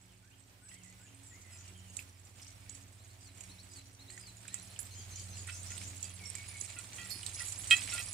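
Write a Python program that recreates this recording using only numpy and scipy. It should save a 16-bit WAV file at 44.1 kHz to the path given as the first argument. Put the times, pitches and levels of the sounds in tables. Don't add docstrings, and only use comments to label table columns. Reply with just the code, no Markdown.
import sys
import numpy as np
from scipy import signal
from scipy.fft import rfft, irfft
from scipy.io import wavfile
from scipy.ndimage import uniform_filter1d

SR = 44100
rng = np.random.default_rng(int(sys.argv[2]) if len(sys.argv) > 2 else 0)


def transcribe(u):
    v = np.clip(np.atleast_2d(u).T, -1, 1)
    q = np.round(v * 32767).astype(np.int16)
    wavfile.write(sys.argv[1], SR, q)


N = 358885
T = np.arange(N) / SR

# t/s, jingle level/dB, rustle level/dB
TEAM_LEVELS = [(0, -72, -73.5), (0.55, -72.5, -81), (0.85, -68, -70.5), (1.75, -63, -70), (2.2, -67, -73.5),
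               (3.0, -68, -72.5), (3.6, -63.5, -68), (3.98, -70, -76), (4.45, -61, -66), (5.3, -59, -65.5),
               (5.65, -55.5, -61.5), (6.25, -57.5, -62), (6.85, -55, -60), (8.14, -51.5, -56.5)]
# t/s, boost/dB, settling time/s
TUGS = [(0.72, 12, 0.086), (1.55, 5.5, 0.25), (2.0, 14, 0.042), (2.42, 10.5, 0.32), (2.73, 12, 0.13),
        (3.40, 6, 0.16), (3.77, 8.5, 0.12), (4.12, 8, 0.21), (4.57, 3, 0.081), (5.18, 4.5, 0.1),
        (5.76, 3, 0.28), (6.07, 3.5, 0.057), (6.38, 4, 0.47), (6.62, 2, 0.078), (7.0, 2.5, 0.46),
        (7.42, 7, 0.21), (7.72, 9, 0.41), (7.96, 9, 0.082)]
# f/Hz, level/dB
JINGLE_SPECTRUM = [(3000, -5), (4500, 5), (5400, -10), (6300, 1), (7400, -1), (8400, -4), (9400, -18),
                   (10400, -12.5), (11600, -26.5), (13500, -11), (15500, -25)]
# f/Hz, level/dB, fade/s
RING_NOTES = [(5090, -2, .14), (5560, -4, .12), (9970, -1, .16), (10180, -3, .14), (10960, -8, .14),
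              (13380, -11, .12)]
# f/Hz, left minus right/dB
HARNESS_BALANCE = [(1000, -5.5), (4000, -4), (5500, 8), (6500, 1), (7600, -17.5), (9000, -24), (10000, -25),
                   (11000, 2), (15000, -8)]
# t/s, level/dB, f/Hz, chatter relative to that level/dB
CLINKS = [(0.835, -44.5, 7150, -11), (1.587, -45, 6100, -7), (1.9685, -24, 7400, -26),
          (2.696, -31.5, 7090, -23), (2.752, -38, 7300, -16), (2.468, -40, 5560, -10.5),
          (3.4075, -35, 7380, -26), (4.104, -41, 7620, -11), (4.48, -34, 7700, -20),
          (4.5426, -24.5, 7540, -20), (4.79, -26.5, 7580, -18), (5.159, -29, 6700, -15),
          (5.37, -37, 7900, -23), (5.473, -38, 8270, -7.5), (5.704, -32, 7000, -12),
          (5.718, -38, 7900, -18), (5.779, -34, 8470, -22), (6.028, -24.5, 7170, -19),
          (6.043, -33, 7400, -14), (6.301, -34.5, 8540, -26), (6.353, -26.5, 7570, -37),
          (6.602, -38, 8450, -22), (6.6117, -21, 7130, -22), (6.648, -38, 7800, -25),
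          (6.788, -30, 7760, -30), (6.963, -29, 6730, -17), (7.23, -37.5, 8600, -22),
          (7.263, -30, 8160, -15), (7.42, -31.5, 7700, -18), (7.588, -38, 9400, -15),
          (7.641, -37, 7400, -24), (7.673, -38.5, 8350, -4), (7.7032, -32.5, 8000, 1),
          (7.937, -30.5, 9100, -12.5), (7.993, -34, 8630, -10.5), (8.1294, -27.5, 7730, -18)]
# t/s, level/dB, f/Hz, bandwidth/Hz
KNOCKS = [(0.7153, -51, 2100, 1200), (1.968, -44, 3480, 1500), (1.9903, -37, 2550, 380),
          (2.397, -49, 2950, 700), (2.693, -48, 3820, 1700), (3.408, -47.5, 2500, 1400),
          (4.100, -48, 2090, 1300), (4.1767, -43, 1860, 1000), (4.236, -50.5, 2490, 600),
          (4.453, -47.5, 1650, 1300), (4.4828, -43, 2640, 900), (4.542, -43, 1900, 1400),
          (4.761, -43.5, 2860, 1000), (4.791, -46.5, 1640, 1000), (5.371, -48, 2550, 800),
          (5.476, -39, 1880, 1100), (5.497, -33, 2240, 1310), (5.719, -42.5, 2200, 1200),
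          (5.778, -38.5, 3300, 1500), (5.8148, -42.5, 2300, 1000), (6.352, -41, 2270, 1700),
          (7.232, -39, 2970, 900), (7.264, -31.5, 4050, 1300), (7.641, -45, 3100, 900),
          (7.708, -20.5, 3420, 1400), (7.819, -36, 2930, 1200), (7.876, -37.5, 2350, 900)]
# t/s,
# level/dB, f/Hz, fade/s
PINGS = [(1.99, -62, 13400, 0.19), (2.42, -59, 5100, 0.16), (2.70, -55, 7800, 0.28),
         (4.625, -55.5, 9980, 0.12), (4.797, -39, 9980, 0.092), (4.797, -59, 13400, 0.33),
         (5.652, -54, 10200, 0.11), (6.05, -48.5, 4780, 0.089), (6.136, -52, 10000, 0.081),
         (6.255, -51.5, 5530, 0.28), (6.484, -48.5, 9670, 0.32), (6.6, -49.5, 10000, 0.2),
         (6.995, -52.5, 1947, 0.42), (7.104, -42, 4410, 0.25), (7.104, -50, 5130, 0.39),
         (7.104, -56, 4900, 0.8), (7.104, -47.5, 9695, 0.79), (7.104, -48.5, 12530, 0.24),
         (7.339, -51, 10100, 0.4), (7.39, -48.5, 5150, 0.15), (7.40, -47.5, 9670, 0.28),
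         (7.405, -47, 1936, 0.16), (7.45, -49, 11000, 0.54), (7.588, -50, 10150, 0.2),
         (7.588, -51, 11030, 0.22), (7.898, -45, 5550, 0.095), (7.995, -52, 13400, 0.15),
         (8.085, -52, 5100, 0.12), (8.085, -46.5, 10020, 0.25)]
# t/s, length/s, level/dB, roughness/0-1, brightness/dB per octave
CREAKS = [(1.506, 0.12, -67.5, 0.93, -12), (4.541, 0.071, -63.5, 0.86, -5), (5.485, 0.024, -47, 1, -16),
          (5.513, 0.083, -61, 1, -7), (5.702, 0.076, -59.5, 1, -23), (6.03, 0.1, -60.5, 1.05, 6),
          (6.764, 0.041, -51.5, 0.99, -13), (6.983, 0.084, -51, 0.66, -8.5), (7.388, 0.056, -54, 0.91, -12),
          (7.7086, .038, -19.5, 0.27, 2.5), (7.743, 0.062, -39.5, 0.64, 6), (7.924, 0.056, -46, 1, -18),
          (7.979, 0.038, -42, 0.64, -2.5)]
# f/Hz, bandwidth/Hz, level/dB, left minus right/dB
IRON_NOTES = [(1378, 10, -7.5, -1), (1913, 8.8, -9, -6), (1950, 10, -6, -6), (2372, 13, -4.5, -7),
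              (2550, 12.3, 4.7, -7), (2684, 18, -3, -7), (3190, 23, 3.7, -7), (3930, 21, -5, -7),
              (5550, 12, -22, -6), (6490, 60, -30, -6), (7400, 37, -7, -9), (8360, 78, -14, -9),
              (9650, 40, -14, -9)]
# f/Hz, level/dB
RUSTLE_SPECTRUM = [(450, -5), (720, -3), (1100, -7.5), (1600, -7.5), (2400, 0), (3200, -1), (4500, 2),
                   (6000, -5), (10000, 2.5), (15000, -16)]
# t/s, level/dB
RUSTLE_TREBLE = [(0, -5), (2.0, -7.5), (3.6, -7), (5.0, 0), (6.3, -1.5), (8.14, -2.5)]
# t/s, number of notes, note spacing/s, note length/s, start f/Hz, middle f/Hz, end f/Hz,
# level/dB, first note softer by/dB, share scattered by the field/0-1
BIRD_CALLS = [(0.075, 2, .68, .09, 3350, 2950, 2200, -65, 2, .5),
              (0.215, 3, .385, .09, 1450, 1540, 1850, -67, 2, .5),
              (0.3, 3, .378, .05, 2150, 2850, 3300, -60.5, 2, .65),
              (0.615, 1, 0, .13, 8300, 7870, 7780, -55, 0, .3),
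              (0.70, 2, .6, .085, 1950, 2020, 2400, -59.5, 0, .55),
              (0.83, 2, .595, .085, 2200, 2000, 2080, -60.5, 0, .75),
              (0.95, 3, .265, .165, 8000, 7450, 6050, -57, 5, .5),
              (1.63, 2, .21, .08, 2920, 2900, 2550, -62, 0, .7),
              (1.735, 1, 0, .08, 3120, 3150, 2800, -60, 0, .6),
              (2.985, 3, .4995, .056, 3450, 4170, 4250, -56, 10, .25),
              (3.084, 3, .495, .042, 3620, 4170, 4650, -54.5, 11, .25),
              (3.195, 3, .495, .075, 4830, 4960, 4880, -60, 6, .25),
              (3.247, 3, .501, .062, 4950, 4270, 3900, -53.5, 6, .25),
              (4.1, 2, .395, .09, 1720, 1930, 1880, -60, 0, .7),
              (4.475, 2, .095, .055, 3700, 4080, 4250, -56, 1, .35),
              (4.903, 3, .193, .075, 6700, 6100, 5900, -52, 3, .55),
              (4.69, 4, .21, .052, 4000, 4240, 4270, -55, 3, .45),
              (4.935, 3, .2, .09, 7700, 7000, 6500, -49, 1, .95),
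              (4.94, 2, .19, .09, 2900, 3150, 3130, -58.5, 0, .6),
              (4.975, 3, .19, .06, 5100, 4800, 4350, -54, 3, .5),
              (5.494, 3, .142, .13, 4300, 6380, 7300, -49, 0, .82),
              (6.187, 3, .149, .1, 2480, 2260, 2250, -52.5, 0, .6)]
# t/s, level/dB
FIRING_LEVEL = [(0, -70), (0.95, -69), (1.65, -55.5), (2.3, -60.5), (3.8, -60), (4.1, -68), (4.5, -69),
                (4.95, -53), (5.4, -49), (6.6, -55.5), (7.0, -65), (7.3, -54.5), (8.14, -56)]
# peak t/s, multiple of the firing tone, level/dB
OVERTONE_SWELLS = [(0.12, 2, -71), (0.86, 2, -64), (1.82, 2, -63.5), (2.73, 2, -72.5), (3.52, 2, -66),
                   (4.25, 2, -67.5), (4.6, 2, -64.5), (5.33, 2, -65), (5.78, 2, -63.5), (6.22, 2, -65),
                   (7.07, 2, -64), (7.8, 2, -66), (0.42, 3, -75.5), (1.18, 3, -65.5), (2.03, 3, -71),
                   (2.47, 3, -73), (2.77, 3, -67), (3.3, 3, -71), (3.78, 3, -69.5), (4.04, 3, -69.5),
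                   (5.92, 3, -66), (7.83, 3, -67), (1.72, 4, -74), (3.72, 4, -72), (4.14, 4, -70.5)]
# t/s, level/dB
WHINE_LEVEL = [(0, -96), (3.8, -83.5), (5.3, -78), (8.14, -84)]
# t/s, level/dB
FIELD_LEVEL = [(0, -72.5), (1.5, -68), (4.2, -67.5), (5.3, -63), (6.7, -64), (7.5, -62), (7.9, -60),
               (8.14, -62.5)]
# f/Hz, level/dB
BREEZE_SPECTRUM = [(15, -24), (40, 1), (55, 16), (75, 11.5), (130, 8), (250, 3.5), (450, -2), (720, 1),
                   (1100, -3), (2000, -1.5), (5000, -6.5), (10000, -10.5), (15000, -12.5)]
# f/Hz, likeness/0-1
BREEZE_LIKENESS = [(60, 0.98), (130, 0.86), (290, 0.66), (640, 0.22), (1400, 0), (6000, 0), (15000, 0)]


def chains(ring_spread=0.0083):
    pitches = np.linspace(5800, 12500, 36) * rng.uniform(0.95, 1.02, 36)
    links = [0.42 * ring(hz, rng.uniform(0.97, 1) * 0.089, size=2500)
             + burst(hz, 5100, 0.029, size=2500) for hz in pitches]
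    ticks = patter(links, per_s=700, spread_db=4.2)
    jingle = coloured(ticks * gain_of(2.26 * drift(35)), JINGLE_SPECTRUM)
    notes = [gain_of(db) * ring(hz * (1 + ring_spread * rng.uniform(-0.99, 1)), t60, size=8000)
             for hz, db, t60 in RING_NOTES * 3]
    rings = gain_of(-8.5) * unit_rms(patter(notes, per_s=99, spread_db=2.0)) * panned(-3.0)
    return level(TEAM_LEVELS) * gain_of(tug_boost_db()) * (gain_of(3.0) * jingle + rings)


def tug_boost_db(rise_s=0.085):
    return sum(np.interp(T, [s - rise_s, s, s + settle_s], [0, db, 0]) for s, db, settle_s in TUGS)


def clinks():
    out = np.zeros((2, N))
    for s, db, hz, chatter_db in CLINKS:
        gain = gain_of(db) * panned(value_at(HARNESS_BALANCE, hz) - 4)
        snap = burst(hz, 1500, .018) + .5 * ring(hz, .032) + 1.2 * ring(hz, .005)
        chatter = gain_of(chatter_db) * burst(hz, 1500, 0.2)
        add(out, s, gain * (gain_of(-7.5) * snap + chatter))
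        for delay, strength in rng.random((3, 2)):
            bounce = strength * gain_of(chatter_db + 2.0) * burst(hz, 2000, 0.011)
            add(out, s + 0.0033 + 0.077 * delay, gain * bounce)
    return out


def knocks():
    out = np.zeros((2, N))
    for s, db, hz, width_hz in KNOCKS:
        gain = gain_of(db) * panned(-5)
        blow = burst(hz, width_hz, .011)[:1] + .6 * ring(hz, .014)[:1]
        rattle = gain_of(-5) * burst(hz, 2.2 * width_hz, 0.11)
        add(out, s, gain * (blow + rattle))
        for delay, strength in rng.random((2, 2)):
            bounce = strength * gain_of(-16) * burst(hz, width_hz, 0.009)
            add(out, s + 0.005 + 0.04 * delay, gain * bounce)
    return signal.sosfilt(signal.butter(2, 1000, "high", fs=SR, output="sos"), out)


def pings():
    out = np.zeros((2, N))
    for s, db, hz, t60 in PINGS:
        tone = ring(hz, t60, size=16000)
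        tone += .6 * ring(hz * rng.uniform(1.004, 1.012), t60 / 2, size=16000)
        add(out, s, gain_of(db) * panned(-16) * (tone[:1] + 0.34 * tone))
    return out


def creaks(slip_hz=637.5):
    out = np.zeros((2, N))
    bass_cut = signal.butter(4, 1250, "high", fs=SR, output="sos")
    for s, length, db, rough, tilt_db in CREAKS:
        t = np.arange(round((length + 0.0067) * SR)) / SR
        rough = np.clip(rough, 0, 1)
        squeal = sum(np.cos(2 * np.pi * k * slip_hz * t) for k in range(3, 6))
        rasp = rng.standard_normal(len(t)) + .5 * rng.standard_normal((2, len(t)))
        friction = (1 - rough) * .5 * squeal + (4 * rough + .3) * rasp
        friction *= np.exp(-t / length)
        friction[:, 0] += 90
        iron = np.zeros_like(friction)
        for hz, width_hz, note_db, balance_db in IRON_NOTES:
            decay = np.exp(-np.pi * width_hz / SR)
            loose_hz = hz * (1 + 0.025 * rough ** 2)
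            note = signal.lfilter([1], [1, -decay * np.exp(2j * np.pi * loose_hz / SR)], friction).imag
            iron += gain_of(note_db + tilt_db * np.log2(hz / slip_hz)) * panned(balance_db) * note
        grip = np.clip(t / 0.001, 0, 1) * np.clip((length - t) / 0.019 + 0.5, 0, 1)
        scrape = panned(-1.0) * burst(2750, 1800, .22, size=len(t))
        add(out, s, gain_of(db) * signal.sosfilt(bass_cut, (unit_rms(iron) + scrape) * grip))
    return out


def soil(tug_share=0.82):
    crumbs = [burst(hz, 2230, 0.0089, size=600) for hz in np.geomspace(1200, 7000, 20)]
    crackle = patter(crumbs, per_s=2200, spread_db=3.2) * gain_of(1.2 * drift(45))
    rustle = coloured(crackle + 0.23 * crackle[::-1], RUSTLE_SPECTRUM)
    body = signal.sosfiltfilt(signal.butter(4, 3400, fs=SR, output="sos"), rustle)
    treble = level(RUSTLE_TREBLE) * (rustle - body)
    return gain_of(5.5 + tug_share * tug_boost_db()) * level(TEAM_LEVELS, column=2) * (body + treble)


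def hooves():
    thuds = [burst(hz, 220, .06)[:1] * panned(-3) for hz in np.geomspace(140, 330, 10)]
    return gain_of(-6.5) * level(FIELD_LEVEL) * unit_rms(patter(thuds, per_s=22, spread_db=1.2))


def birds(warble_depth=0.0446, pitch_spread=0.0283, echo_fade_s=0.35):
    direct, scattered = np.zeros((2, N)), np.zeros((2, N))
    for s, count, spacing, length, start_hz, middle_hz, end_hz, db, softer_db, scatter in BIRD_CALLS:
        progress = np.linspace(0, 1, round(length * SR))
        glide_hz = np.polyval(np.polyfit([0, .5, 1], [start_hz, middle_hz, end_hz], 2), progress)
        soft_edges = signal.windows.tukey(len(progress), .5)
        for k in range(count):
            warble = unit_rms(uniform_filter1d(rng.standard_normal(SR), size=60))[:len(progress)]
            off_pitch = pitch_spread * rng.uniform(-0.993, 1)
            hz = glide_hz * (1 + scatter * (warble_depth * warble + off_pitch))
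            gain = gain_of(db - softer_db * (k == 0)) * panned(0.14)
            note = gain * np.sin(phase_of(hz)) * soft_edges
            add(direct, s + k * spacing, np.sqrt(1 - scatter) * note)
            add(scattered, s + k * spacing, np.sqrt(scatter) * note)
    echo = rng.standard_normal((2, SR // 2)) * gain_of(-60 * T[:SR // 2] / echo_fade_s)
    return direct + signal.oaconvolve(scattered, echo / np.linalg.norm(echo[0]), axes=1)[:, :N]


def engine(firing_hz=91.4, shaft_hz=108.8, whine_hz=652):
    lead_s = np.array([[-.00035], [0]])
    firing = phase_of(firing_hz + 0.308 * drift(1.4)) + 2 * np.pi * firing_hz * lead_s
    shaft = phase_of(shaft_hz + 0.39 * drift(1.456)) + 2 * np.pi * shaft_hz * lead_s
    shaft_db = -65.5 + 0.98 * T + 1.6 * drift(4.1)
    hum = level(FIRING_LEVEL) * np.sin(firing)
    hum += gain_of(shaft_db) * (np.sin(shaft) + gain_of(-12.5) * np.sin(shaft / 2))
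    for k in (2, 3, 4):
        width_s = 0.34 / k
        swell = sum(gain_of(db) * np.exp(-((T - s) / width_s) ** 2)
                    for s, multiple, db in OVERTONE_SWELLS if multiple == k)
        gain = np.hypot(swell, gain_of(-80.5))
        hum += gain * np.sin(k * firing + 0.46 * drift(9))
    whine_gain = level(WHINE_LEVEL) * gain_of(2.5 * drift(5.5))
    whine = whine_gain * np.sin(phase_of(whine_hz + 3 * drift(9.5)))
    return np.sqrt(2) * (hum + whine) * panned(-3.5)


def breeze():
    hz = np.fft.rfftfreq(N, 1 / SR)
    left, unrelated = rfft(rng.standard_normal((2, N)))
    alike = value_at(BREEZE_LIKENESS, hz)
    right = alike * left + np.sqrt(1 - alike ** 2) * unrelated
    noise = irfft(np.array([left, right]) * gain_of(value_at(BREEZE_SPECTRUM, hz)), N)
    return gain_of(5.5 + 1.43 * drift(18)) * level(FIELD_LEVEL) * unit_rms(noise) * panned(-3.5)


def ring(hz, t60, size=4000):
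    t = np.arange(size) / SR
    tone = np.sin(2 * np.pi * (hz * t + rng.random((2, 1))))
    return tone * np.exp(-np.log(1000) * t / t60) * (1 - np.exp(-t / .0001))


def burst(hz, width_hz, t60, size=4000):
    t, f = np.arange(size) / SR, np.fft.rfftfreq(size, 1 / SR)
    noise = rng.standard_normal((2, size)) * np.exp(-np.log(1000) * t / t60)
    resonance = 1 / (1 + 1j * (f ** 2 - hz ** 2) / (f * width_hz + 1)) ** 2
    sound = irfft(rfft(noise) * resonance, size)
    return sound / abs(sound).max(axis=1, keepdims=True)


def patter(sounds, per_s, spread_db):
    out = np.zeros((2, N))
    for sound in sounds:
        chance, strength = rng.random(N), np.minimum(rng.exponential(1, N), 4)
        hits = (chance < per_s / len(sounds) / SR) * gain_of(spread_db * strength)
        out += signal.oaconvolve(hits[None], sound, axes=1)[:, :N]
    return out


def coloured(x, spectrum):
    hz = np.fft.rfftfreq(N, 1 / SR)
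    gain = gain_of(value_at(spectrum, hz)) * panned(value_at(HARNESS_BALANCE, hz))
    return unit_rms(irfft(rfft(x) * gain, N))


def drift(per_s):
    targets = rng.standard_normal(4000)
    return unit_rms(np.interp(T * per_s, np.arange(len(targets)), targets))


def phase_of(hz):
    return 2 * np.pi * np.cumsum(hz) / SR


def gain_of(db):
    return 10 ** (np.asarray(db) / 20)


def unit_rms(x):
    return x / np.sqrt(np.mean(x ** 2) + 1e-20)


def value_at(table, hz):
    f, value = np.transpose(table)
    return np.interp(np.log(hz + 1), np.log(f), value)


def level(table, column=1):
    rows = np.array(table)
    return gain_of(np.interp(T, rows[:, 0], rows[:, column]))


def panned(balance_db):
    return gain_of(np.array([[.5], [-.5]]) * balance_db)


def add(mix, s, sound):
    part = mix[:, max(round(s * SR), 0):][:, :sound.shape[1]]
    part += sound[:, :part.shape[1]]


def scene():
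    team = chains() + clinks() + knocks() + pings() + creaks() + soil() + hooves()
    return team + birds() + engine() + breeze()


def record(dry):
    treble_cut = signal.firwin(511, 15650, window=("kaiser", 9), fs=SR)
    return signal.oaconvolve(dry, treble_cut[None], "same")


dry = scene()
out = record(dry)
transcribe(out)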